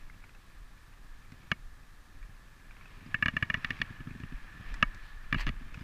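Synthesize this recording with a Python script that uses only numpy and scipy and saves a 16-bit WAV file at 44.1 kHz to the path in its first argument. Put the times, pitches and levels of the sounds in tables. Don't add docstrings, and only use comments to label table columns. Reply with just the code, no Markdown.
import sys
import numpy as np
from scipy.fft import rfft, irfft, next_fast_len
from scipy.io import wavfile

SR = 44100
rng = np.random.default_rng(int(sys.argv[2]) if len(sys.argv) > 2 else 0)


def put_to_file(sound):
    columns = np.atleast_2d(sound).T
    safe = np.clip(columns, -1, 1)
    whole_steps = np.round(safe * 32767)
    wavfile.write(sys.argv[1], SR, whole_steps.astype(np.int16))


N = 257103


def amp(db):
    return 10 ** (np.asarray(db) / 20)


def unit(x):
    return x / np.sqrt(np.mean(x ** 2) + 1e-20)


def curves(rows):
    times, *columns = np.transpose(rows)
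    return [np.interp(np.arange(N) / SR, times, column) for column in columns]


def swell(s, db, rise, fall, hold=0):
    t = np.arange(N) / SR - s
    return amp(db - rise * np.maximum(-t, 0) - fall * np.maximum(t - hold, 0))


def filtered(x, response):
    size = next_fast_len(N + SR // 2)
    return irfft(rfft(x, size) * response(np.fft.rfftfreq(size, 1 / SR)), size)[..., :N]


def coloured(x, spectrum):
    f, db = np.transpose(spectrum)
    return unit(filtered(x, lambda hz: amp(np.interp(np.log(hz + 1), np.log(f), db))))


def grit(rate, spread_db, smooth):
    slips = (rng.random(N) < rate / SR) * rng.choice([-1, 1], N)
    sizes = amp(spread_db * rng.standard_normal(N))
    return unit(unit(slips * sizes) + smooth * rng.standard_normal(N))


def ring(modes, attack, scatter_db, detune, pitch=1, length=1):
    t = np.arange(SR // 10) / SR
    hz, db, t60 = np.transpose(modes)[:, :, None]
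    size, bend, phase = rng.standard_normal((3, len(modes), 1))
    onset = 1 - np.exp(-t * np.sqrt(hz / 1e3) / attack)
    fade = amp(db + scatter_db * size - 60 * t / (t60 * max(length, 0.1))) / t60
    tones = np.sin(2 * np.pi * hz * pitch * (1 + detune * bend) * t + phase)
    return unit(np.sum(onset * fade * tones, 0))


def add(track, s, sound):
    part = track[round(s * SR):][:len(sound)]
    part += sound[:len(part)]


# t/s, level/dB
SHORE_BREEZE = [(0, -54), (2.9, -53.5), (3.5, -49), (4.55, -49), (5.2, -44.5), (5.83, -42.5)]
# t/s, level/dB
AIR_PUFFS = [(.05, -47.5), (.6, -45.5), (1.13, -43.5), (1.68, -38), (2.22, -45.5), (4.35, -42), (4.74, -37),
             (4.87, -39), (5.39, -38), (5.5, -26)]
# f/Hz, level/dB
WIND_SPECTRUM = [(10, 2), (20, 7), (33, 7), (50, -2), (75, -16.5), (120, -30.5), (300, -97)]


def wind():
    breeze_db, = curves(SHORE_BREEZE)
    puffs = sum(swell(s, db, rise=238, fall=211) for s, db in AIR_PUFFS)
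    return (amp(breeze_db) + puffs) * coloured(rng.standard_normal(N), WIND_SPECTRUM)


# f/Hz, level/dB
HISS_SPECTRUM = [(180, -36), (300, -4.5), (439, -6), (631, -7), (849, -4.5), (985, -4), (1140, 0),
                 (1490, -5.5), (1560, -3), (2000, -5.5), (2280, -12.5), (3750, -10.5), (5660, -14.5),
                 (14800, -22), (15500, -32.5)]


def hiss():
    return amp(-64.5) * coloured(rng.standard_normal(N), HISS_SPECTRUM)


# t/s, case hollow/dB, effort/dB, mount shaking/dB
BODY_MOTION = [(0.0, -69, -67.5, -63), (1.02, -67.5, -70, -64.5), (1.46, -68, -65.5, -60.5),
               (1.7, -70, -71.5, -61.5), (1.9, -69, -70.5, -64.5), (2.66, -65, -67.5, -62),
               (3.07, -63, -62.5, -56), (3.39, -59, -60, -54.5), (3.7, -53, -58, -56), (3.9, -56, -60, -57),
               (4.06, -60, -63, -58.5), (4.47, -57, -62, -59), (4.76, -55.5, -60, -52),
               (5.0, -56, -62.5, -63), (5.2, -59, -65.5, -63), (5.41, -56, -58, -59),
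               (5.55, -60.5, -63.5, -58), (5.83, -61.5, -60.5, -55)]
# f/Hz, width/Hz, level/dB
CASE_CAVITY = [(1270, 690, -10.5), (1733, 195, 1.5)]
# f/Hz, level/dB
SHUDDER_SPECTRUM = [(40, -10), (90, 4), (180, -4.5), (280, -8.5), (450, -23.5), (800, -31), (1500, -56)]
# t/s, level/dB
SHOE_SCUFFS = [(2.82, -66), (2.95, -63), (3.76, -54), (4.7, -54), (5.79, -62)]
# f/Hz, level/dB
RUSTLE_SPECTRUM = [(400, -10.5), (650, -5.5), (850, -7.5), (1200, 2), (1500, -10), (2050, -0.5), (2400, 3),
                   (2900, -4.5), (3400, -7), (4400, -14.5), (5500, -17.5), (8000, -33.5), (15000, -35)]
MEAN_EFFORT_DB = -64


def walking():
    def cavity(hz):
        return sum(amp(db) / (1 + (2 * (hz - centre) / width) ** 2) for centre, width, db in CASE_CAVITY)

    hollow_db, effort_db, shaking_db = curves(BODY_MOTION)
    hollow = amp(hollow_db + 0.5) * unit(filtered(rng.standard_normal(N), cavity))
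    clothes = amp(-64 + 1.29 * (effort_db - MEAN_EFFORT_DB))
    scuffs = sum(swell(s, db, rise=130, fall=114) for s, db in SHOE_SCUFFS)
    friction = coloured(grit(rate=600, spread_db=4.4, smooth=1.2), RUSTLE_SPECTRUM)
    shudder = coloured(grit(rate=100, spread_db=4.2, smooth=1.0), SHUDDER_SPECTRUM)
    return hollow + np.hypot(clothes, scuffs) * friction + amp(shaking_db + 2) * shudder


# t/s, level/dB, relative edge/dB
STONE_TICKS = [(0.0982, -42, -30), (0.2396, -42.5, -26.5), (0.2922, -48.5, -24), (0.3486, -50.5, -18),
               (1.3195, -47, -11), (2.2277, -45.5, -22), (2.7091, -42.5, -30), (2.767, -46.5, -30),
               (2.81, -47, -32), (2.8563, -44, -30), (4.0023, -52, -26), (4.106, -45.5, -21),
               (4.2004, -46.5, -14), (4.2353, -43, -23), (4.7414, -37.5, -8), (4.9466, -46.5, -8),
               (5.7435, -36, -18)]
# f/Hz, level/dB
EDGE_SPECTRUM = [(2200, -22), (3500, 10.5), (7000, 2), (9500, -10), (12000, -24), (16000, -26)]
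# f/Hz, level/dB, t60/s
CASE_MODES = [(631, -2, 0.024), (1006, -8, 0.042), (1189, 4.5, 0.029), (1292, 4, 0.025), (1697, 2, 0.027),
              (1744, 11, 0.016), (1865, -4, 0.067), (2215, -1, .056), (2390, 2.5, .022), (2696, 2.5, 0.016),
              (2870, 0.5, .028), (3320, -1, 0.0069), (3430, -7, 0.021), (3920, -15.5, 0.022),
              (4324, -12.5, 0.013), (4830, -19.5, 0.025), (5040, -14.5, 0.012), (5730, -22.5, 0.012),
              (6260, -18.5, 0.0084), (6910, -28.5, 0.012), (10100, -35, 0.0062), (10600, -41, .008),
              (13800, -41, 0.0055)]
FAMILY_BOUNDS = [500, 1450, 2100, 3100, 4000, 16000]


def ticks():
    tones, edges = np.zeros((2, N))
    t = np.arange(SR // 50) / SR
    clack_modes = family(FAMILY_BOUNDS[2], FAMILY_BOUNDS[3])
    body_modes = family(FAMILY_BOUNDS[0], FAMILY_BOUNDS[2])
    for s, db, edge_db in list(STONE_TICKS) + settling_stones(count=30):
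        clack = ring(clack_modes, attack=0.0019, scatter_db=10, detune=0.044, pitch=0.93)
        body = ring(body_modes, attack=0.00053, scatter_db=-0.5, detune=0.11, pitch=0.85)
        add(tones, s, amp(db - 23) * clack + amp(db - 24.5) * body)
        add(edges, s, amp(db + edge_db - 60 * t / 0.028))
    return tones + edges * coloured(rng.standard_normal(N), EDGE_SPECTRUM)


def settling_stones(count, edge_db=-24):
    motion_times, _, effort_db, _ = np.transpose(BODY_MOTION)
    times = rng.random(count) * N / SR
    extra_effort_db = np.interp(times, motion_times, effort_db) - MEAN_EFFORT_DB
    levels = -50.5 + 0.67 * extra_effort_db + rng.standard_normal(count)
    return [(s, db, edge_db) for s, db in zip(times, levels)]


def family(lo_hz, hi_hz):
    return [mode for mode in CASE_MODES if lo_hz <= mode[0] < hi_hz]


# f/Hz, level/dB, t60/s
MOUNT_MODES = [(88.8, -3.5, 0.053), (144, 3.5, 0.024), (244.7, -2.5, 0.042), (370, -14.5, 0.023)]
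# t/s, level/dB
SOFT_BUMPS = [(1.32, -41.5), (3.062, -39.5), (3.338, -32.5), (3.572, -34), (3.8, -34), (3.903, -34),
              (4.004, -34.5), (4.072, -31), (4.108, -34), (4.151, -35.5), (4.201, -36), (4.235, -30.5),
              (4.323, -35), (5.358, -27), (5.611, -39), (5.772, -35.5), (5.809, -34)]


def bumps():
    shell, thumps = np.zeros((2, N))
    for s, db in SOFT_BUMPS:
        thump = ring(MOUNT_MODES, attack=0.0027, scatter_db=1.5, detune=0.06, pitch=0.984, length=0.97)
        add(thumps, s, amp(db - 15) * thump)
        add(shell, s, amp(db - 31.5) * ring(CASE_MODES, attack=0.0059, scatter_db=8.5, detune=0.058))
    return shell + cushioned(thumps)


def cushioned(x, cutoff_hz=400):
    return filtered(x, lambda hz: 1 / (1 + (hz / cutoff_hz) ** 4))


# t/s, level/dB, main mode f/Hz, relative thump/dB, flatness/dB, edge/dB
HARD_KNOCKS = [(1.5157, -15.5, 1710, -17.5, 2.5, 5.5), (3.1434, -14.5, 1722, -26.5, -5.5, -8),
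               (3.225, -11.5, 1740, -25.5, -2.5, -8.5), (3.2585, -15, 1720, -18, -2, 0),
               (3.2825, -16.5, 1744, -20, 0.5, -1), (3.3665, -15.5, 1740, -22, -1, -5.5),
               (3.4253, -15, 1754, -16, -2, -3.5), (3.4999, -16, 1784, -23, -1.5, -4),
               (3.5417, -16, 1790, -22, -3.5, 0), (3.6459, -19, 1810, -22, -4, 6.5),
               (3.7053, -19.5, 1825, -20, -6, 2.5), (3.816, -16.5, 1796, -24, -6, 8.5),
               (4.826, -10, 1710, -20, 8, 2.5), (5.3263, -16, 1763, -16.5, 1, 2.5),
               (5.3446, -21.5, 1700, -11, 5.5, 0), (5.4666, -26.5, 1700, -10, 5, 9.5),
               (5.4746, -31.5, 1700, -8, 5, 9), (5.4813, -32.5, 1935, -5.5, 8, 8),
               (5.4903, -29, 1990, -6.5, 4.5, 11)]
# level/dB, share of flatness, share of edge
BLOW_SHARES = [(-17, 0.93, 0.11), (-7, -0.032, 0.016), (-12, 0.28, 0.17), (-25, 0.01, 1), (-32, 0, 1)]
# f/Hz, level/dB
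CRACK_SPECTRUM = [(3000, 8), (6500, 1), (8500, -19), (10500, -2), (12000, -4), (13600, -3), (15500, -18)]


def knocks():
    shell, thumps, cracks = np.zeros((3, N))
    t = np.arange(SR // 50) / SR
    main_mode = max(CASE_MODES, key=lambda mode: mode[1])
    for s, db, main_hz, thump_db, flat_db, edge_db in HARD_KNOCKS:
        length = 0.93 - 0.0264 * edge_db
        for lo, hi, (base_db, by_flat, by_edge) in zip(FAMILY_BOUNDS, FAMILY_BOUNDS[1:], BLOW_SHARES):
            modes = family(lo, hi)
            pitch = main_hz / main_mode[0] if main_mode in modes else 1
            family_db = db + base_db + by_flat * flat_db + by_edge * edge_db
            ringing = ring(modes, attack=0.0046, scatter_db=2.5, detune=0.0096, pitch=pitch, length=length)
            add(shell, s, amp(family_db - 14.5) * ringing)
        thump = ring(MOUNT_MODES, attack=0.0016, scatter_db=1.5, detune=0.06, pitch=0.99, length=0.89)
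        add(thumps, s + 0.00078, amp(db + thump_db - 7.5) * thump)
        add(cracks, s - 0.0004, amp(0.31 * db - 40 - 60 * t / 0.01))
    return shell + cushioned(thumps) + cracks * coloured(rng.standard_normal(N), CRACK_SPECTRUM)


# f/Hz, level/dB
CLOTH_SPECTRUM = [(1500, -20), (2800, -0.5), (4200, 5), (5200, -11), (8000, -22)]


def cloth_swish():
    friction = coloured(grit(rate=2000, spread_db=3, smooth=0.87), CLOTH_SPECTRUM)
    return swell(s=5.07, db=-64, rise=108, fall=108) * friction


# f/Hz, level/dB
RUB_SPECTRUM = [(300, -10), (700, -11), (950, 3), (1400, -7), (1800, 8), (2300, 1), (3000, 0.5),
                (3700, -11), (4400, -6), (5300, -31), (8000, -31)]
# f/Hz, level/dB
FIZZ_SPECTRUM = [(2500, -21), (4400, 15), (8000, 1), (11000, -18.5), (14000, -8), (16000, -18)]


def scrape():
    rub = coloured(grit(rate=800, spread_db=3, smooth=0.35), RUB_SPECTRUM)
    rub *= swell(s=5.386, db=-39, rise=1100, fall=450, hold=0.026)
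    fizz = coloured(grit(rate=1800, spread_db=3.8, smooth=0.62), FIZZ_SPECTRUM)
    fizz *= swell(s=5.414, db=-45.5, rise=650, fall=1500)
    return rub + fizz


def scene():
    contacts = knocks() + bumps() + ticks() + scrape()
    return (contacts + cloth_swish() + walking() + wind() + hiss())[None]


def record(dry, top_hz=15500):
    return filtered(dry, lambda hz: hz < top_hz)


dry = scene()
out = record(dry)
put_to_file(out)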